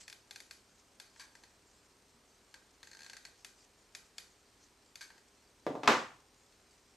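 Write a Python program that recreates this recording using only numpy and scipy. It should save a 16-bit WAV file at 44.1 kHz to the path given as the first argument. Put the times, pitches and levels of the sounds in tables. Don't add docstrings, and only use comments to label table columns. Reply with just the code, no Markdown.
import sys
import numpy as np
from scipy import signal
from scipy.fft import rfft, irfft
from scipy.io import wavfile

SR = 44100
rng = np.random.default_rng(int(sys.argv[2]) if len(sys.argv) > 2 else 0)


def file_out(sig):
    cols = np.atleast_2d(sig).T
    lim = np.clip(cols, -1, 1)
    pcm = np.round(lim * 32767).astype(np.int16)
    wavfile.write(sys.argv[1], SR, pcm)


N = 306936

# start_s, level_db, brightness_db_per_octave
CATCH_SNAPS = [(0.0796, -38.5, -0.5), (0.0991, -42, -5), (0.1266, -41, -4), (0.3094, -37.5, -2.5),
               (0.3596, -38, -.5), (0.403, -39.5, -1), (0.5098, -37, -1.5), (0.9994, -37.5, -1.5),
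               (3.447, -36, 0), (3.9498, -34, 0.5), (4.1819, -33.5, -0.5), (4.9558, -39, 3.5)]
# start_s, level_db, brightness_db_per_octave
FEED_SLIPS = [(1.1613, -50.5, -7), (1.352, -42, -2), (1.4363, -42, -4), (2.5416, -38.5, -3),
              (5.1028, -46.5, -8), (5.1794, -47.5, -4)]
# pitch_hz, snap_db, slip_db, spring_db, t60_s
SHELL_MODES = [(912, -23.5, -22.5, -19.5, 0.018), (1615, -14, -13, -13, 0.026),
               (1830, -17, -13.5, -19, 0.011), (2195, -15, -20.5, -24, 0.018), (2550, -10, -16, -22, 0.011),
               (3450, -12, -22.5, -48, 0.025), (4300, -11, -9, -10, 0.016), (4544, -5.5, -15, -8.5, 0.013),
               (4840, -9.5, -15, -19, 0.0086), (6000, -46, -25, -21, 0.0096),
               (6310, -14.5, -14.5, -15.5, 0.016), (7380, -16, -17.5, -15, 0.015)]
# frequency_hz, level_db
TICK_EQ = [(200, -46), (600, -9), (1100, -6.5), (1800, 4), (3000, -2), (4500, 2), (7000, 0.5), (9500, -6.5),
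           (11500, -4.5), (13000, -16.5), (15000, -13.5)]
# delay_s, gain
TICK_REFLECTIONS = [(.0045, 0.5), (.0054, 0.16)]

def trigger_ticks(events, mode_db, crack_db, crack_s, crack_hz, ring_db, vary_db,
                  crack_wet_db, ring_wet_db):
    t = np.arange(SR // 100) / SR
    grit, ring = np.zeros((2, N))
    for start_s, level_db, bright_db in events:
        burst = rng.standard_normal(len(t)) * np.exp(-(t / crack_s) ** 2)
        add(grit, start_s, from_db(level_db + crack_db) * burst)
        varied_db = mode_db + vary_db * rng.standard_normal(len(mode_db))
        shell = shell_ring(level_db + ring_db + varied_db, bright_db, size=SR // 10)
        add(ring, start_s + crack_s / 2, shell)
    pulse = soften(contact(TICK_EQ), crack_hz)
    near = reflected(through(grit, pulse), TICK_REFLECTIONS) + ring
    times, levels_db, _ = np.transpose(events)
    send = through(taps(times, from_db(levels_db + crack_wet_db)), pulse) + from_db(ring_wet_db) * ring
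    return direct(near, pan_db=2.5) + room(send, build_s=0.0019)


def shell_ring(mode_db, bright_db, size=SR // 2):
    hz, *_, t60 = np.transpose(SHELL_MODES)
    octaves = np.log2(hz) - np.log2(hz).mean()
    return ringing(zip(hz, mode_db + bright_db * octaves, t60), size)


# time_s, steps_travelled
LONG_SQUEEZE = [(2.83, 0), (2.914, 2), (2.949, 4), (2.991, 6), (3.006, 7), (3.045, 10), (3.063, 11),
                (3.1673, 14), (3.2515, 15)]

def creak_slips(level_db, hold_s, longest_hold_s, doubling_db, grip_from_s, grip_rise_s, grip_db):
    squeeze_s, steps = np.transpose(LONG_SQUEEZE)
    times = np.interp(np.arange(steps[-1] + 1), steps, squeeze_s)
    held_s = np.minimum(np.diff(times, prepend=0), longest_hold_s)
    grip = np.clip((times - grip_from_s) / grip_rise_s, 0, 1)
    levels_db = level_db + doubling_db * np.log2(held_s / hold_s) + grip_db * grip
    return [(start_s, db, 0) for start_s, db in zip(times, levels_db)]


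# start_s, level_db, rattle_t60_s, brightness_db_per_octave
SPRING_RELEASES = [(1.196, -45, 0.17, -2), (5.0091, -44, 0.17, 1.0)]

def trigger_spring(mode_db, hits_per_s, crack_db, lowpass_hz, wet_db):
    buzz, t = np.zeros((1, N)), np.arange(SR // 4) / SR
    for start_s, level_db, rattle_s, bright_db in SPRING_RELEASES:
        hits = (rng.random(len(t)) < hits_per_s / SR) * rng.uniform(-1.18, 1, len(t))
        force = hits * from_db(level_db - 60 * t / rattle_s)
        tick = from_db(crack_db) * contact(TICK_EQ) + shell_ring(mode_db, bright_db)
        add(buzz, start_s, through(soften(force, lowpass_hz), tick))
    return direct(buzz, pan_db=3.0) + room(buzz * from_db(wet_db), build_s=0.006)


# start_s, thud_db, clack_db, thud_lag_s
GUN_BLOWS = [(5.6655, -22, -35, .0008), (5.7025, -34, -58, 0.00056), (5.7525, -29.5, -46, .0005),
             (5.8338, -33.5, -30.5, .0005), (5.858, -36, -37.5, .001), (5.8759, -18.5, -9.5, .013),
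             (5.9026, -25, -21, 0.0008), (5.9211, -36, -22.5, .001)]
# pitch_hz, level_db, t60_s
TABLE_MODES = [(144.6, -21, 0.085), (230.7, -16.5, 0.26), (245, -17, 0.22), (313.4, -36, .18),
               (402.4, -25, .22), (483, -26.5, 0.14), (549, -38, .22), (737, -18, 0.4), (846, -27.5, .24),
               (857, -21, .24), (1050, -41, .2), (1167, -34.5, 0.28), (1178, -13, 0.27),
               (1413, -19.5, 0.29), (1634, -31, .15), (2014, -16.5, 0.19), (2540, -41.5, 0.11),
               (2750, -38, 0.12)]
# frequency_hz, level_db
THUD_EQ = [(40, -35.5), (90, -24.5), (140, -7), (195, -7), (300, 1.5), (520, 3.5), (1000, -5.5),
           (1600, -19.5), (3000, -46), (10000, -49.5)]
CLACK_EQ = [(60, -49.5), (200, -40.5), (400, -19.5), (700, 1), (1050, 9), (1600, 5), (2700, 0.5),
            (4000, -4), (6000, -9), (8000, -17.5), (10000, -30.5), (12500, -27.5), (15000, -60)]
# delay_s, gain
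CLACK_REFLECTIONS = [(.0012, .45), (.0023, .75), (.0031, .6)]

def gun_on_table(thud_ring_db, thud_hz, clack_ring_db, clack_wet_db, crack_db):
    out, board = np.zeros((2, N)), ringing(TABLE_MODES)
    soft, hard = contact(THUD_EQ), contact(CLACK_EQ)
    for start_s, thud_db, clack_db, lag_s in GUN_BLOWS:
        push = chatter(taps([lag_s], from_db(thud_db), size=len(board)), loss_db=9.5)
        edge = chatter(taps([0], from_db(clack_db), size=len(board)), loss_db=14)
        thud, clack = through(push, soft), through(edge, hard)
        force = from_db(thud_ring_db) * soften(push, thud_hz) + from_db(clack_ring_db) * edge
        near = thud + through(force, board) + from_db(crack_db) * reflected(clack, CLACK_REFLECTIONS)
        send = thud + from_db(clack_wet_db) * clack
        add(out, start_s, direct(near, pan_db=2.0) + room(send, build_s=0.0018))
    return out


def chatter(pulse, loss_db, gap_s=.007):
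    bounce = np.arange(3)
    times = gap_s * (bounce + (bounce > 0) * rng.uniform(-.2, .2, 3))
    return through(pulse, taps(times, from_db(-loss_db * bounce), size=2048))[0]


def shade_nudge(start_s, level_db, lowpass_hz):
    out = np.zeros(N)
    bump = soften(soften(ringing(TABLE_MODES), lowpass_hz), lowpass_hz)
    add(out, start_s, from_db(level_db) * bump)
    return out


# centre_s, level_db
RUSTLE_SWELLS = [(0.01, -58.5), (0.79, -69), (1.2, -62), (1.7, -72.5), (2.08, -78), (3.08, -69),
                 (3.39, -69), (3.62, -67), (4.64, -68.5), (4.86, -78), (5.37, -92), (5.98, -64.5),
                 (6.53, -71), (6.72, -69.5)]
# frequency_hz, level_db
CLOTH_EQ = [(500, -25), (2000, -8), (4500, -9.5), (7000, -1.5), (9500, -30.5), (12000, -30.5), (15000, -30)]
# frequency_hz, left_right_likeness
AMBIENCE_IMAGE = [(200, .99), (500, 0.94), (1200, 0.74), (4000, 0.73), (8000, 0.81), (11000, 0.92)]

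def cloth_rustle(grains_db, flicker_db, patches_db, resting_db, half_swell_s):
    t = np.arange(N) / SR
    grains = from_db(grains_db + flicker_db * drift(200)) * stereo_noise(CLOTH_EQ, AMBIENCE_IMAGE)
    patches = from_db(patches_db) * patchy_hiss(low_hz=3900, high_hz=7900, swell_db=6, per_s=28)
    swells = (from_db(db) * np.exp(-((t - s) / half_swell_s) ** 2) for s, db in RUSTLE_SWELLS)
    power = from_db(resting_db) ** 2 + sum(swell ** 2 for swell in swells)
    return np.sqrt(power) * (grains + patches)


def patchy_hiss(low_hz, high_hz, swell_db, per_s, bands=14):
    out, edges = 0, np.geomspace(low_hz, high_hz, bands + 1)
    for band in zip(edges, edges[1:]):
        hiss = bandpass(rng.standard_normal(N), band)
        out = out + hiss * from_db(swell_db * np.minimum(drift(per_s), 2.5))
    return rms_one(out)


# pitch_hz, level_db
HUM_PARTIALS = [(44, -84), (70, -83), (108, -85), (188, -92), (404, -83)]

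def appliance_hum():
    t = np.arange(N) / SR
    return sum(np.sqrt(2) * from_db(db) * np.sin(2 * np.pi * hz * t + .4 * drift(12))
               for hz, db in HUM_PARTIALS)


def thin_whine(pitch_hz, wander_hz, flutter_hz, level_db):
    hz = pitch_hz + wander_hz * drift(10) + flutter_hz * drift(350)
    return from_db(level_db) * np.sin(2 * np.pi * np.cumsum(hz) / SR)


# frequency_hz, level_db
AIR_EQ = [(15, -30), (25, -2), (107, -4.5), (162, -4), (185, -3), (217, -18.5), (254, 1.5), (368, -1.5),
          (398, 0), (693, -6), (855, -4.5), (2040, -9), (6510, -15), (8700, -21.5), (13600, -23.5)]

def still_air(level_db):
    return from_db(level_db) * stereo_noise(AIR_EQ, AMBIENCE_IMAGE)


# frequency_hz, t60_s
REVERB_DECAY = [(100, 0.54), (300, 0.3039), (1000, 0.4056), (5000, 0.37), (8000, 0.42), (13000, 0.29)]
# frequency_hz, level_db
REVERB_EQ = [(80, 9.5), (300, 6.5), (1000, 2.5), (2500, 0), (6000, 0.5), (13000, 3)]
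# frequency_hz, left_right_likeness
REVERB_IMAGE = [(170, .999), (300, 0.99), (500, 0.99), (1000, 0.65), (2000, 0.47), (4000, 0.76),
                (8000, 0.79), (11000, 0.93)]

def room(x, build_s):
    size = SR // 2
    tail = stereo_noise(REVERB_EQ, REVERB_IMAGE, REVERB_DECAY, size=size) / np.sqrt(size)
    fade_in = np.clip(2 * np.arange(size) / SR / build_s - 1, 0, 1)
    return through(x, tail * fade_in)


def direct(x, pan_db, crossover_hz=1010):
    bass = soften(x, crossover_hz)
    return bass + (x - bass) * from_db([[pan_db / 2], [-pan_db / 2]])


def reflected(x, echoes):
    return x + through(x, taps(*np.transpose(echoes), size=1024))


def contact(eq, size=2048):
    hz = np.maximum(np.fft.rfftfreq(size, 1 / SR), 1)
    cepstrum = irfft(np.log(from_db(at_hz(eq, hz))))
    cepstrum[0], cepstrum[size // 2:] = 0, 0
    pulse = irfft(np.exp(rfft(2 * cepstrum)))
    return np.pad(pulse / np.abs(pulse).max(), (0, SR // 2 - size))


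def ringing(modes, size=SR // 2):
    t = np.arange(size) / SR
    return sum((-1) ** k * from_db(db - 60 * t / t60) * np.sin(2 * np.pi * hz * t)
               for k, (hz, db, t60) in enumerate(modes))


def stereo_noise(eq, likeness, t60=None, size=N):
    out, edges, t = 0, np.geomspace(25, 16000, 22), np.arange(size) / SR
    white = rng.standard_normal((2, 2, size + 2048))
    for k, (low, high) in enumerate(zip(edges, edges[1:])):
        mid, side = bandpass(white[k % 2], [low, high])[:, -size:]
        hz = np.sqrt(low * high)
        alike = np.clip(at_hz(likeness, hz), -1, 1)
        band = np.sqrt(1 + alike) * mid + np.sqrt(1 - alike) * side * [[1], [-1]]
        fade_db = 60 * t / at_hz(t60, hz) if t60 else 0
        out = out + from_db(at_hz(eq, hz) - fade_db) * band
    return rms_one(out)


def drift(per_s):
    count = int(N / SR * per_s) + 2
    return np.interp(np.linspace(0, count - 1, N), np.arange(count), rng.standard_normal(count))


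def taps(times, gains, size=N):
    out = np.zeros(size)
    np.add.at(out, np.clip(np.round(np.array(times) * SR).astype(int), 0, size - 1), gains)
    return out


def add(out, start_s, sound):
    at = round(start_s * SR)
    out[..., at:at + sound.shape[-1]] += sound[..., :N - at]


def through(x, response):
    return signal.oaconvolve(np.atleast_2d(x), np.atleast_2d(response), axes=1)[:, :x.shape[-1]]


def soften(x, hz):
    return signal.sosfilt(signal.butter(1, min(hz, .45 * SR), fs=SR, output="sos"), x + 1e-18)


def bandpass(x, edges_hz):
    return signal.sosfilt(signal.butter(2, edges_hz, "band", fs=SR, output="sos"), x)


def at_hz(curve, hz):
    points_hz, values = np.transpose(curve)
    return np.interp(np.log(hz), np.log(points_hz), values)


def from_db(db):
    return 10 ** (np.asarray(db) / 20)


def rms_one(x):
    return x / np.sqrt(np.mean(x ** 2) + 1e-20)


def scene():
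    _, snap_db, slip_db, spring_db, _ = np.transpose(SHELL_MODES)
    snaps = trigger_ticks(CATCH_SNAPS, snap_db, crack_db=-9.5, crack_s=0.001575, crack_hz=12100,
                          ring_db=1.5, vary_db=2.5, crack_wet_db=6.5, ring_wet_db=-6.5)
    creak = creak_slips(level_db=-42.5, hold_s=0.019, longest_hold_s=0.31, doubling_db=1.5,
                        grip_from_s=2.974, grip_rise_s=0.13, grip_db=5.5)
    slips = trigger_ticks(FEED_SLIPS + creak, slip_db, crack_db=-13, crack_s=0.0016, crack_hz=7160,
                          ring_db=1, vary_db=2.0, crack_wet_db=3.0, ring_wet_db=-4)
    spring = trigger_spring(spring_db, hits_per_s=4900, crack_db=4.5, lowpass_hz=8250, wet_db=-3.5)
    landing = gun_on_table(thud_ring_db=-7.5, thud_hz=500, clack_ring_db=-5, clack_wet_db=8, crack_db=1.5)
    nudge = shade_nudge(start_s=2.14, level_db=-42.5, lowpass_hz=200)
    air = still_air(level_db=-68.5)
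    cloth = cloth_rustle(grains_db=-4, flicker_db=4, patches_db=-3, resting_db=-73, half_swell_s=0.047)
    hum = appliance_hum()
    whine = thin_whine(pitch_hz=8650, wander_hz=55, flutter_hz=45, level_db=-80)
    return snaps + slips + spring + landing + nudge + cloth + hum + whine + air


def record(dry):
    return signal.sosfilt(signal.cheby2(14, 60, 15000, fs=SR, output="sos"), dry)


dry = scene()
out = record(dry)
file_out(out)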